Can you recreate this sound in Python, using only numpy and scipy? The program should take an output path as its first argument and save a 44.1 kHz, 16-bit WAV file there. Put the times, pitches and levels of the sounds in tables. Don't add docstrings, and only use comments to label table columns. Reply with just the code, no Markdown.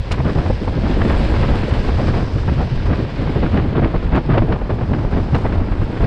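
import sys
import numpy as np
from scipy import signal
from scipy.fft import rfft, irfft, next_fast_len
from scipy.io import wavfile
from scipy.ndimage import uniform_filter1d, minimum_filter1d

SR = 44100
rng = np.random.default_rng(int(sys.argv[2]) if len(sys.argv) > 2 else 0)


def int16_out(signal):
    q = np.round(np.clip(np.atleast_2d(signal).T, -1, 1) * 32767)
    wavfile.write(sys.argv[1], SR, q.astype(np.int16))


N = 267598
TIME = np.arange(N) / SR

# t/s, rumble level/dB, billowing level/dB
AIR_STREAM = [(0.0, -35, -59), (0.07, -27.5, -39), (0.2, -39, -31.5), (0.5, -39, -44), (0.6, -26.5, -31),
              (0.85, -26, -27), (1.15, -30, -27), (1.6, -33, -25.5), (2.15, -29, -26.5), (2.3, -29, -27.5),
              (2.85, -32, -34), (3.12, -32.5, -29.5), (3.24, -24.5, -28.5), (3.7, -28, -27.5),
              (4.24, -30.5, -28.5), (4.8, -30.5, -27), (5.55, -30, -25.5), (5.9, -31, -27.5),
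              (6.07, -24, -28.5)]
# t/s, length/s, deep level/dB, upper level/dB, pitch f/Hz
GUST_BUFFETS = [(0.006, 0.0083, -28, -14, 80.6), (0.123, 0.024, -20, -16.5, 97.5),
                (0.197, 0.016, -26, -10.5, 88.1), (0.27, 0.028, -19, -14, 118.5),
                (0.374, 0.017, -13, -12, 115.4), (0.467, 0.025, -28, -13.5, 78.9),
                (0.51, 0.023, -14, -15, 83.9), (0.676, 0.022, -17.5, -17.5, 76.7),
                (0.773, 0.018, -23, -15.5, 91.7), (0.857, 0.044, -18, -20, 82.2),
                (0.95, 0.03, -14.5, -27, 74.6), (1.018, 0.02, -20, -15.5, 79),
                (1.091, 0.052, -19, -17.5, 110.8), (1.192, 0.053, -14.5, -24, 69.9),
                (1.326, 0.043, -19.5, -20.5, 67.77), (1.416, 0.066, -19, -15, 93.14),
                (1.529, 0.066, -16, -16.5, 102.7), (1.632, 0.016, -22, -20, 81.05),
                (1.719, 0.015, -29, -12, 89.2), (1.784, 0.018, -13, -23, 71.1),
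                (1.874, 0.064, -17.5, -22, 61.87), (1.963, 0.063, -28, -14.5, 79.2),
                (2.109, 0.046, -16.5, -16.5, 94.8), (2.226, 0.014, -20, -14.5, 97),
                (2.286, 0.014, -28, -25, 65.85), (2.353, 0.023, -16.5, -16, 82.7),
                (2.412, 0.012, -21, -20, 64.5), (2.484, 0.035, -22, -14, 93),
                (2.579, 0.045, -28, -14.5, 91.7), (2.619, 0.015, -19.5, -25, 77.95),
                (2.726, 0.013, -23, -17, 102.5), (2.779, 0.023, -16, -17.5, 78.8),
                (2.888, 0.044, -21, -13.5, 81.4), (3.01, 0.03, -27, -18.5, 97), (3.2, 0.023, -26, -19, 97),
                (3.277, 0.034, -26, -22, 111.1), (3.378, 0.024, -20, -20, 69.2),
                (3.448, 0.015, -17, -17, 73), (3.536, 0.036, -29, -15, 78.76),
                (3.593, 0.046, -26, -17, 90.96), (3.682, 0.03, -24, -21, 110),
                (3.784, 0.037, -23, -14.5, 130.4), (3.844, 0.019, -14.5, -16, 97),
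                (3.968, 0.019, -13.5, -23, 73.6), (4.052, 0.027, -14, -18.5, 84.1),
                (4.144, 0.022, -14, -23, 72.2), (4.315, 0.05, -18.5, -14, 109.9),
                (4.405, 0.024, -17, -12, 94.8), (4.505, 0.031, -16.5, -17.5, 93),
                (4.615, 0.022, -18.5, -20.5, 64.13), (4.727, 0.031, -21, -17, 82.7),
                (4.825, 0.015, -25, -15.5, 105.5), (4.9, 0.022, -23, -15, 67.48),
                (4.979, 0.036, -29, -17, 101.4), (5.061, 0.011, -13.5, -19.5, 81.8),
                (5.139, 0.029, -19, -18, 85.3), (5.214, 0.036, -20, -22.5, 68.8),
                (5.335, 0.025, -22, -12, 86.6), (5.437, 0.038, -19, -17, 70.4),
                (5.524, 0.022, -30, -17, 88.5), (5.599, 0.05, -16, -19, 98.1), (5.718, 0.011, -14, -18, 72),
                (5.804, 0.025, -15, -15, 93.8), (6.025, 0.028, -16, -14, 92)]
# t/s, rustle level/dB, crisp edge level/dB
LEAF_FLUTTER = [(0.0, -43, -64), (0.25, -42, -59), (0.75, -41, -61), (0.9, -37, -61), (1.1, -35.5, -61),
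                (1.45, -35.5, -64), (2.05, -38, -55), (2.3, -43.5, -55), (2.55, -40.5, -60),
                (2.9, -42, -61.5), (3.4, -39, -74), (3.7, -41.5, -83), (4.65, -46.5, -68.5),
                (5.2, -45, -62.5), (5.7, -46, -70), (6.07, -42, -66)]
# t/s, level/dB
LEAF_SHEEN = [(0.0, -70), (0.25, -64.5), (0.75, -66.5), (0.9, -63), (1.1, -58), (1.45, -60.5),
              (2.05, -61.5), (2.3, -64.5), (2.55, -65.5), (2.9, -70), (3.4, -69), (3.7, -72.5), (4.65, -73),
              (5.2, -67.5), (5.7, -71.5), (6.07, -65.5)]
# f/Hz, bandwidth/Hz, level/dB relative to the rustle column
ROOF_MODES = [(546, 29, -14), (1000, 27, -15.5), (1619, 12, -12)]
# t/s, level/dB, decay/s
LEAF_SNAPS = [(0.119, -26.5, 0.0079), (0.131, -44, 0.005), (4.160, -41, 0.0055), (4.618, -57, 0.006),
              (5.352, -41, 0.015), (5.388, -47, 0.032), (5.455, -55, .006)]
# t/s, length/s, thud level/dB, slap level/dB, crack level/dB
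FOLD_FLAPS = [(0.117, 0.0083, -31, -22.5, -26), (0.183, 0.012, -21, -28, -33.5),
              (0.204, 0.0083, -34, -20, -32), (0.251, 0.0044, -16.5, -38.0, -39),
              (0.262, 0.018, -21, -24, -30), (0.288, 0.016, -33, -27, -34), (0.299, 0.006, -31, -19, -27.5),
              (0.364, 0.015, -15.5, -24, -33), (0.387, 0.0092, -28, -24, -30),
              (0.428, 0.045, -25.5, -28, -38.5), (0.462, 0.008, -36, -21, -37),
              (0.502, 0.0042, -14.5, -10.5, -42), (0.62, 0.0064, -19, -37, -42),
              (0.678, 0.0048, -23, -15.5, -47), (0.727, 0.0051, -27, -24.5, -49),
              (0.776, 0.0053, -16.5, -28, -47), (0.84, 0.01, -16.5, -30, -35),
              (0.866, 0.0055, -24, -21.5, -36), (0.902, 0.0077, -15.5, -22, -35),
              (0.974, 0.011, -17.5, -20.5, -40), (1.018, 0.0046, -24, -16.5, -22.5),
              (1.054, 0.0085, -14, -27, -30), (1.103, 0.022, -17.5, -28, -27.5),
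              (1.114, 0.01, -31, -23.5, -34), (1.143, 0.018, -30, -22, -45),
              (1.206, 0.035, -19.5, -25, -51), (1.316, 0.0056, -20, -26, -44),
              (1.35, 0.0049, -30, -27, -46), (1.434, 0.0098, -27, -20.5, -27.5),
              (1.494, 0.016, -23.5, -24, -30), (1.546, 0.019, -34, -22.5, -29.5),
              (1.635, 0.0054, -17.5, -40, -28), (1.685, 0.0037, -32, -16, -42),
              (1.729, 0.027, -35, -26, -32.5), (1.768, 0.0077, -25, -31, -36),
              (1.789, 0.006, -24, -23, -41), (1.848, 0.007, -22.5, -37, -49), (1.89, 0.0069, -27, -19, -29),
              (1.998, 0.023, -23.5, -22.5, -35), (2.083, 0.015, -16.5, -43, -28),
              (2.143, 0.0088, -21, -24, -29.5), (2.177, 0.021, -22.5, -20, -32),
              (2.359, 0.0069, -18, -33, -35), (2.483, 0.0042, -25, -15.5, -33),
              (2.491, 0.006, -25, -29, -30), (2.52, 0.0037, -17.5, -25, -45),
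              (2.606, 0.016, -18.5, -22.5, -32.5), (2.88, 0.029, -26, -26, -35),
              (2.915, 0.017, -17.5, -25, -35), (2.932, 0.0087, -32.0, -24, -29.5),
              (2.994, 0.015, -17, -31, -35), (3.186, 0.0066, -20, -41, -41),
              (3.225, 0.009, -18.5, -29, -36), (3.276, 0.0046, -28, -25, -35),
              (3.295, 0.0057, -16, -32, -36), (3.364, 0.016, -15, -34, -32.5),
              (3.435, 0.013, -14.5, -20, -33.5), (3.465, 0.0045, -20, -35, -29),
              (3.553, 0.03, -16.5, -23.5, -32.5), (3.576, 0.0047, -23.5, -17, -25),
              (3.598, 0.0088, -30, -22, -31.5), (3.652, 0.012, -19, -30, -41),
              (3.726, 0.0058, -19, -33, -42), (3.758, 0.0084, -17.5, -21, -27),
              (3.777, 0.0051, -15, -20, -25.5), (3.785, 0.005, -16, -18, -26),
              (3.795, 0.004, -18, -19, -30), (3.821, 0.004, -17, -20, -34), (3.827, 0.005, -17, -22, -29),
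              (3.842, 0.0071, -18.5, -23, -27), (3.858, 0.0034, -14, -17.5, -40),
              (3.945, 0.0064, -14.5, -18, -35), (3.96, 0.0044, -33, -20, -28.5),
              (4.133, 0.019, -24, -21.5, -43), (4.139, 0.025, -17.5, -27, -30),
              (4.156, 0.009, -18, -20, -26), (4.166, 0.0065, -18, -20, -26),
              (4.178, 0.0049, -13, -14, -23.5), (4.293, 0.0036, -14.5, -15.5, -35),
              (4.307, 0.0084, -21, -27, -25.5), (4.321, 0.0057, -17, -24, -26.5),
              (4.335, 0.009, -21, -22, -26.5), (4.357, 0.014, -23.5, -17, -30),
              (4.376, 0.0052, -26, -15, -32), (4.382, 0.0047, -21, -14.5, -20),
              (4.392, 0.0035, -22, -17.5, -32), (4.423, 0.0053, -14, -17.5, -34),
              (4.454, 0.0075, -23, -25, -48), (4.497, 0.024, -19.5, -24.5, -39),
              (4.525, 0.0038, -19, -27, -21.5), (4.535, 0.0069, -24, -21, -34),
              (4.561, 0.0041, -30, -20, -42), (4.617, 0.0047, -26, -21.5, -38),
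              (4.703, 0.0073, -20, -15.5, -30), (4.736, 0.0047, -26, -23, -46),
              (4.789, 0.0085, -27, -25, -38), (4.813, 0.0073, -24, -24, -33),
              (4.9, 0.0088, -19.5, -29, -42), (4.919, 0.0041, -15, -23, -44),
              (4.936, 0.0047, -17.5, -20, -30), (4.949, 0.007, -18, -27, -32),
              (4.989, 0.0053, -29, -28.5, -40), (5.048, 0.009, -20.5, -26, -44),
              (5.126, 0.004, -23, -24, -37), (5.135, 0.009, -20.5, -21, -30.5),
              (5.174, 0.014, -17.5, -21.5, -32), (5.243, 0.0056, -30, -26, -44),
              (5.348, 0.004, -24, -18, -23.5), (5.356, 0.008, -23, -17.5, -26),
              (5.453, 0.0061, -19.5, -17, -28.5), (5.466, 0.0031, -30, -21, -25.5),
              (5.528, 0.012, -25, -30, -33), (5.543, 0.018, -31, -26, -44.0),
              (5.615, 0.011, -20, -30, -37.5), (5.724, 0.0075, -30, -37, -33),
              (5.819, 0.0061, -19, -25, -31), (5.9, 0.0045, -20, -32, -45),
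              (5.975, 0.0078, -28, -35, -33.5), (6.009, 0.004, -23, -14.5, -35),
              (6.035, 0.018, -20, -22, -31)]

# f/Hz, level per Hz/dB
DEEP_SPECTRUM = [(12, -16.5), (25, -3), (50, -3.5), (70, -9), (110, -30), (500, -62.5), (8000, -130)]
RUMBLE_SPECTRUM = [(30, -13), (55, -3), (85, 3), (122, 0), (170, -13.5), (250, -18), (500, -33.5),
                   (1500, -77), (8000, -120)]
BILLOW_SPECTRUM = [(70, -15.5), (140, -3), (200, 1), (280, -3), (400, -7), (560, -12), (900, -15.5),
                   (1500, -22.5), (2500, -33.5), (5000, -62), (14000, -120)]
# f/Hz, level per Hz/dB
RUSTLE_SPECTRUM = [(150, -16), (350, 6), (560, 8), (720, -1.5), (950, -1), (1200, -9), (1600, -3.5),
                   (2200, -5), (3000, -7.5), (4200, -13), (5100, -18), (5700, -27.5), (6800, -34.5),
                   (13000, -100)]
CRISP_SPECTRUM = [(2500, -3.5), (5000, 15), (6200, 3), (6800, -11), (9000, -42), (15000, -82.5)]
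SHEEN_SPECTRUM = [(1000, -58.5), (5500, -14), (6800, -4.5), (7400, 4), (8200, 2), (9000, -4), (9800, -8.5),
                  (10800, -7.5), (12000, -15), (13200, -32), (15000, -60.5)]
SNAP_SPECTRUM = [(400, -16), (1200, -7), (2800, 5), (5000, -0.5), (7000, -9), (8500, -11.5), (10500, -20),
                 (12000, -31), (15000, -47)]
# f/Hz, level per Hz/dB
THUD_SPECTRUM = [(60, -15.5), (110, 5.5), (165, 8.5), (300, 2.5), (450, -6.5), (800, -19.5), (1400, -37),
                 (3000, -66), (12000, -110)]
SLAP_SPECTRUM = [(200, -12.5), (400, 8), (600, 7), (900, 0), (1300, -14.5), (2500, -24), (6000, -56.5),
                 (14000, -100)]
CRACK_SPECTRUM = [(500, -9.5), (1100, 7.5), (1700, 1.5), (2600, -6.5), (3600, -14.5), (4900, -23.5),
                  (6000, -40.5), (9000, -58), (14000, -91)]

RISE_SHARE, FALL_SHARE = 0.54, 0.92
THUD_LINGER_S = 0.0032
SLAP_SPREAD_OCTAVES = 0.18
LIGHT_FLAPS_PER_S, LIGHT_LENGTH_S = 30, 0.0044
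LIGHT_THUD_DB, LIGHT_SLAP_DB, LIGHT_CRACK_DB, LIGHT_SPREAD_DB = 6.5, 6.5, 1.5, 2.0
CEILING_DB, CUTOFF_HZ = -3.5, 15400


def from_db(db):
    return 10 ** (np.asarray(db) / 20)


def rms_one(x):
    return x / np.sqrt(np.mean(x ** 2) + 1e-20)


def in_time(rows):
    t, *columns = np.transpose(rows)
    return [np.interp(TIME, t, column) for column in columns]


def coloured(x, spectrum):
    size = next_fast_len(N)
    f, level_db = np.transpose(spectrum)
    bins = np.maximum(np.arange(size // 2 + 1) * SR / size, 1)
    gain = from_db(np.interp(np.log(bins), np.log(f), level_db))
    return rms_one(irfft(rfft(x, size) * gain, size)[:N])


def drift(rate):
    size = next_fast_len(N)
    bins = np.arange(size // 2 + 1) * SR / size
    noise = rfft(rng.standard_normal(size))
    weight = np.exp(-.5 * (bins / rate) ** 2)
    return rms_one(irfft(noise * weight, size)[:N])


def turbulence(spectrum, steady_s, lumpy_db, eddy_rate):
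    air = coloured(rng.standard_normal(N), spectrum)
    size = max(int(steady_s * SR), 2)
    power = uniform_filter1d(uniform_filter1d(air ** 2, size), size)
    steady = air / np.sqrt(power + 1e-9)
    return rms_one(steady * from_db(lumpy_db * drift(eddy_rate)))


def sped(x, speed):
    return np.interp(np.cumsum(speed) % N, np.arange(N), x)


def swells(rows, linger_s=0.0):
    power = np.zeros(N)
    for t, length, level_db in rows:
        near = slice(max(int((t - .1) * SR), 0), int((t + .25) * SR))
        age = TIME[near] - t
        rise = (age / (RISE_SHARE * length)) ** 2
        fall = np.abs(age / (FALL_SHARE * length + linger_s)) ** 1.49
        power[near] += .5 ** np.where(age < 0, rise, fall) * from_db(level_db) ** 2
    return power


def wind(stream_db=0.5, eddy_hz=89.92):
    stream = from_db(in_time(AIR_STREAM)[0] + stream_db) ** 2
    t, length, deep_db, upper_db, pitch_hz = np.transpose(GUST_BUFFETS)
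    deep_power = stream + swells(zip(t, length, deep_db))
    deep = np.sqrt(deep_power) * turbulence(DEEP_SPECTRUM, steady_s=0.022, lumpy_db=1.5, eddy_rate=40)
    eddies = turbulence(RUMBLE_SPECTRUM, steady_s=0.011, lumpy_db=1.65, eddy_rate=44)
    pitched = sped(eddies, np.interp(TIME, t, pitch_hz) / eddy_hz)
    upper_power = stream + swells(zip(t, length, upper_db))
    return deep + np.sqrt(upper_power) * pitched


def billowing():
    _, level_db = in_time(AIR_STREAM)
    return from_db(level_db) * turbulence(BILLOW_SPECTRUM, steady_s=0.043, lumpy_db=2.5, eddy_rate=104)


def resonance(x, f, width_hz):
    r = np.exp(-np.pi * width_hz / SR)
    poles = [1, -2 * r * np.cos(2 * np.pi * f / SR), r * r]
    return rms_one(signal.lfilter([1, 0, -1], poles, x))


def roof():
    body_db, _ = in_time(LEAF_FLUTTER)
    drumming = rng.standard_normal(N)
    return sum(from_db(body_db + db) * resonance(drumming, f, width) for f, width, db in ROOF_MODES)


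def leaf_ticks(beat_hz, uneven, spread_db, count):
    ticks = np.zeros(N)
    for leaf in range(count):
        rate = beat_hz * 2 ** rng.uniform(-1, 1)
        gaps, sizes, bouts = rng.standard_normal((3, 1024))
        at = (np.cumsum(np.exp(uneven * gaps)) * SR / rate).astype(int)
        swing = rms_one(uniform_filter1d(bouts, size=8))
        strength = from_db(spread_db * np.clip(swing, -2, 2)) * sizes
        ticks[at[at < N]] += strength[at < N]
    return rms_one(ticks)


def leaves(rustle_db=6.0, crisp_db=4.0, rub_db=4.0, waver_db=0.8, sheen_waver_db=1.6):
    body_db, edge_db = in_time(LEAF_FLUTTER)
    ticks = leaf_ticks(beat_hz=45.13, uneven=.35, spread_db=1.0, count=32)
    rubbing = from_db(rub_db) * rng.standard_normal(N)
    flutter = (ticks + rubbing) * from_db(waver_db * drift(13.0))
    body = from_db(body_db + rustle_db) * coloured(flutter, RUSTLE_SPECTRUM)
    edge = from_db(edge_db + crisp_db) * coloured(flutter, CRISP_SPECTRUM)
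    sheen_level_db = in_time(LEAF_SHEEN)[0] + sheen_waver_db * drift(25)
    sheen = from_db(sheen_level_db) * coloured(flutter, SHEEN_SPECTRUM)
    return body + edge + sheen


def snaps(rise_s=0.005):
    touch = np.zeros(N)
    for t, level_db, decay in LEAF_SNAPS:
        age = TIME - t
        exponent = np.minimum(age / rise_s, -age / decay)
        touch += from_db(level_db) * np.exp(np.maximum(exponent, -20))
    return touch * turbulence(SNAP_SPECTRUM, steady_s=.004, lumpy_db=3.0, eddy_rate=150)


def light_flaps(count=200):
    gap, length, strength, crack = rng.standard_normal((count, 4)).T
    t = np.cumsum(np.exp(.5 * gap)) / LIGHT_FLAPS_PER_S
    level_db = np.interp(t, TIME, in_time(LEAF_FLUTTER)[0]) + LIGHT_SPREAD_DB * strength
    crack_db = level_db + LIGHT_CRACK_DB + LIGHT_SPREAD_DB * crack
    rows = np.transpose([t, LIGHT_LENGTH_S * np.exp(0.4 * length), level_db + LIGHT_THUD_DB,
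                         level_db + LIGHT_SLAP_DB, crack_db])
    return rows[t < TIME[-1]]


def pressure_jolts(t, level_db, jolt_db=6.0, jolt_s=0.00017):
    jolts = np.zeros(N)
    for at, db, (width, side) in zip(t, level_db, rng.random((400, 2))):
        near = slice(max(int((at - .005) * SR), 0), int((at + .005) * SR))
        phase = (TIME[near] - at) / (jolt_s * (.7 + 1.6 * width))
        pulse = phase * np.exp((1 - phase ** 2) / 2)
        jolts[near] += np.sign(side - .5) * from_db(db + jolt_db) * pulse
    return jolts


def flaps(slap_db=-2.88):
    t, length, thud_level_db, slap_level_db, crack_level_db = np.vstack([FOLD_FLAPS, light_flaps()]).T
    thud = swells(zip(t, length, thud_level_db), THUD_LINGER_S)
    slap = swells(zip(t, length, slap_level_db + slap_db))
    crack = swells(zip(t, length, crack_level_db))
    puff = np.sqrt(thud) * turbulence(THUD_SPECTRUM, steady_s=0.0047, lumpy_db=-1.0, eddy_rate=230)
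    slap_noise = turbulence(SLAP_SPECTRUM, steady_s=0.0048, lumpy_db=2.0, eddy_rate=240)
    fold = np.sqrt(slap) * sped(slap_noise, 2 ** (SLAP_SPREAD_OCTAVES * drift(15)))
    cloth = np.sqrt(crack) * turbulence(CRACK_SPECTRUM, steady_s=0.0025, lumpy_db=3.0, eddy_rate=270)
    return puff + fold + cloth + pressure_jolts(t, crack_level_db)


def scene():
    return (wind() + billowing() + roof() + leaves() + snaps() + flaps())[None]


def limiter(x, ceiling_db=CEILING_DB, release_db_per_s=400, ahead_s=0.003):
    size = max(int(ahead_s * SR), 1)
    over = np.maximum(20 * np.log10(np.abs(x) + 1e-9) - ceiling_db, 0)
    over = -minimum_filter1d(-over, 2 * size + 1)
    release = release_db_per_s * TIME
    held = np.maximum.accumulate(over + release, axis=-1) - release
    return x * from_db(-uniform_filter1d(held, size))


def record(dry):
    top_cut = signal.cheby2(12, 70, CUTOFF_HZ, fs=SR, output="sos")
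    return signal.sosfilt(top_cut, limiter(dry))


dry = scene()
out = record(dry)
int16_out(out)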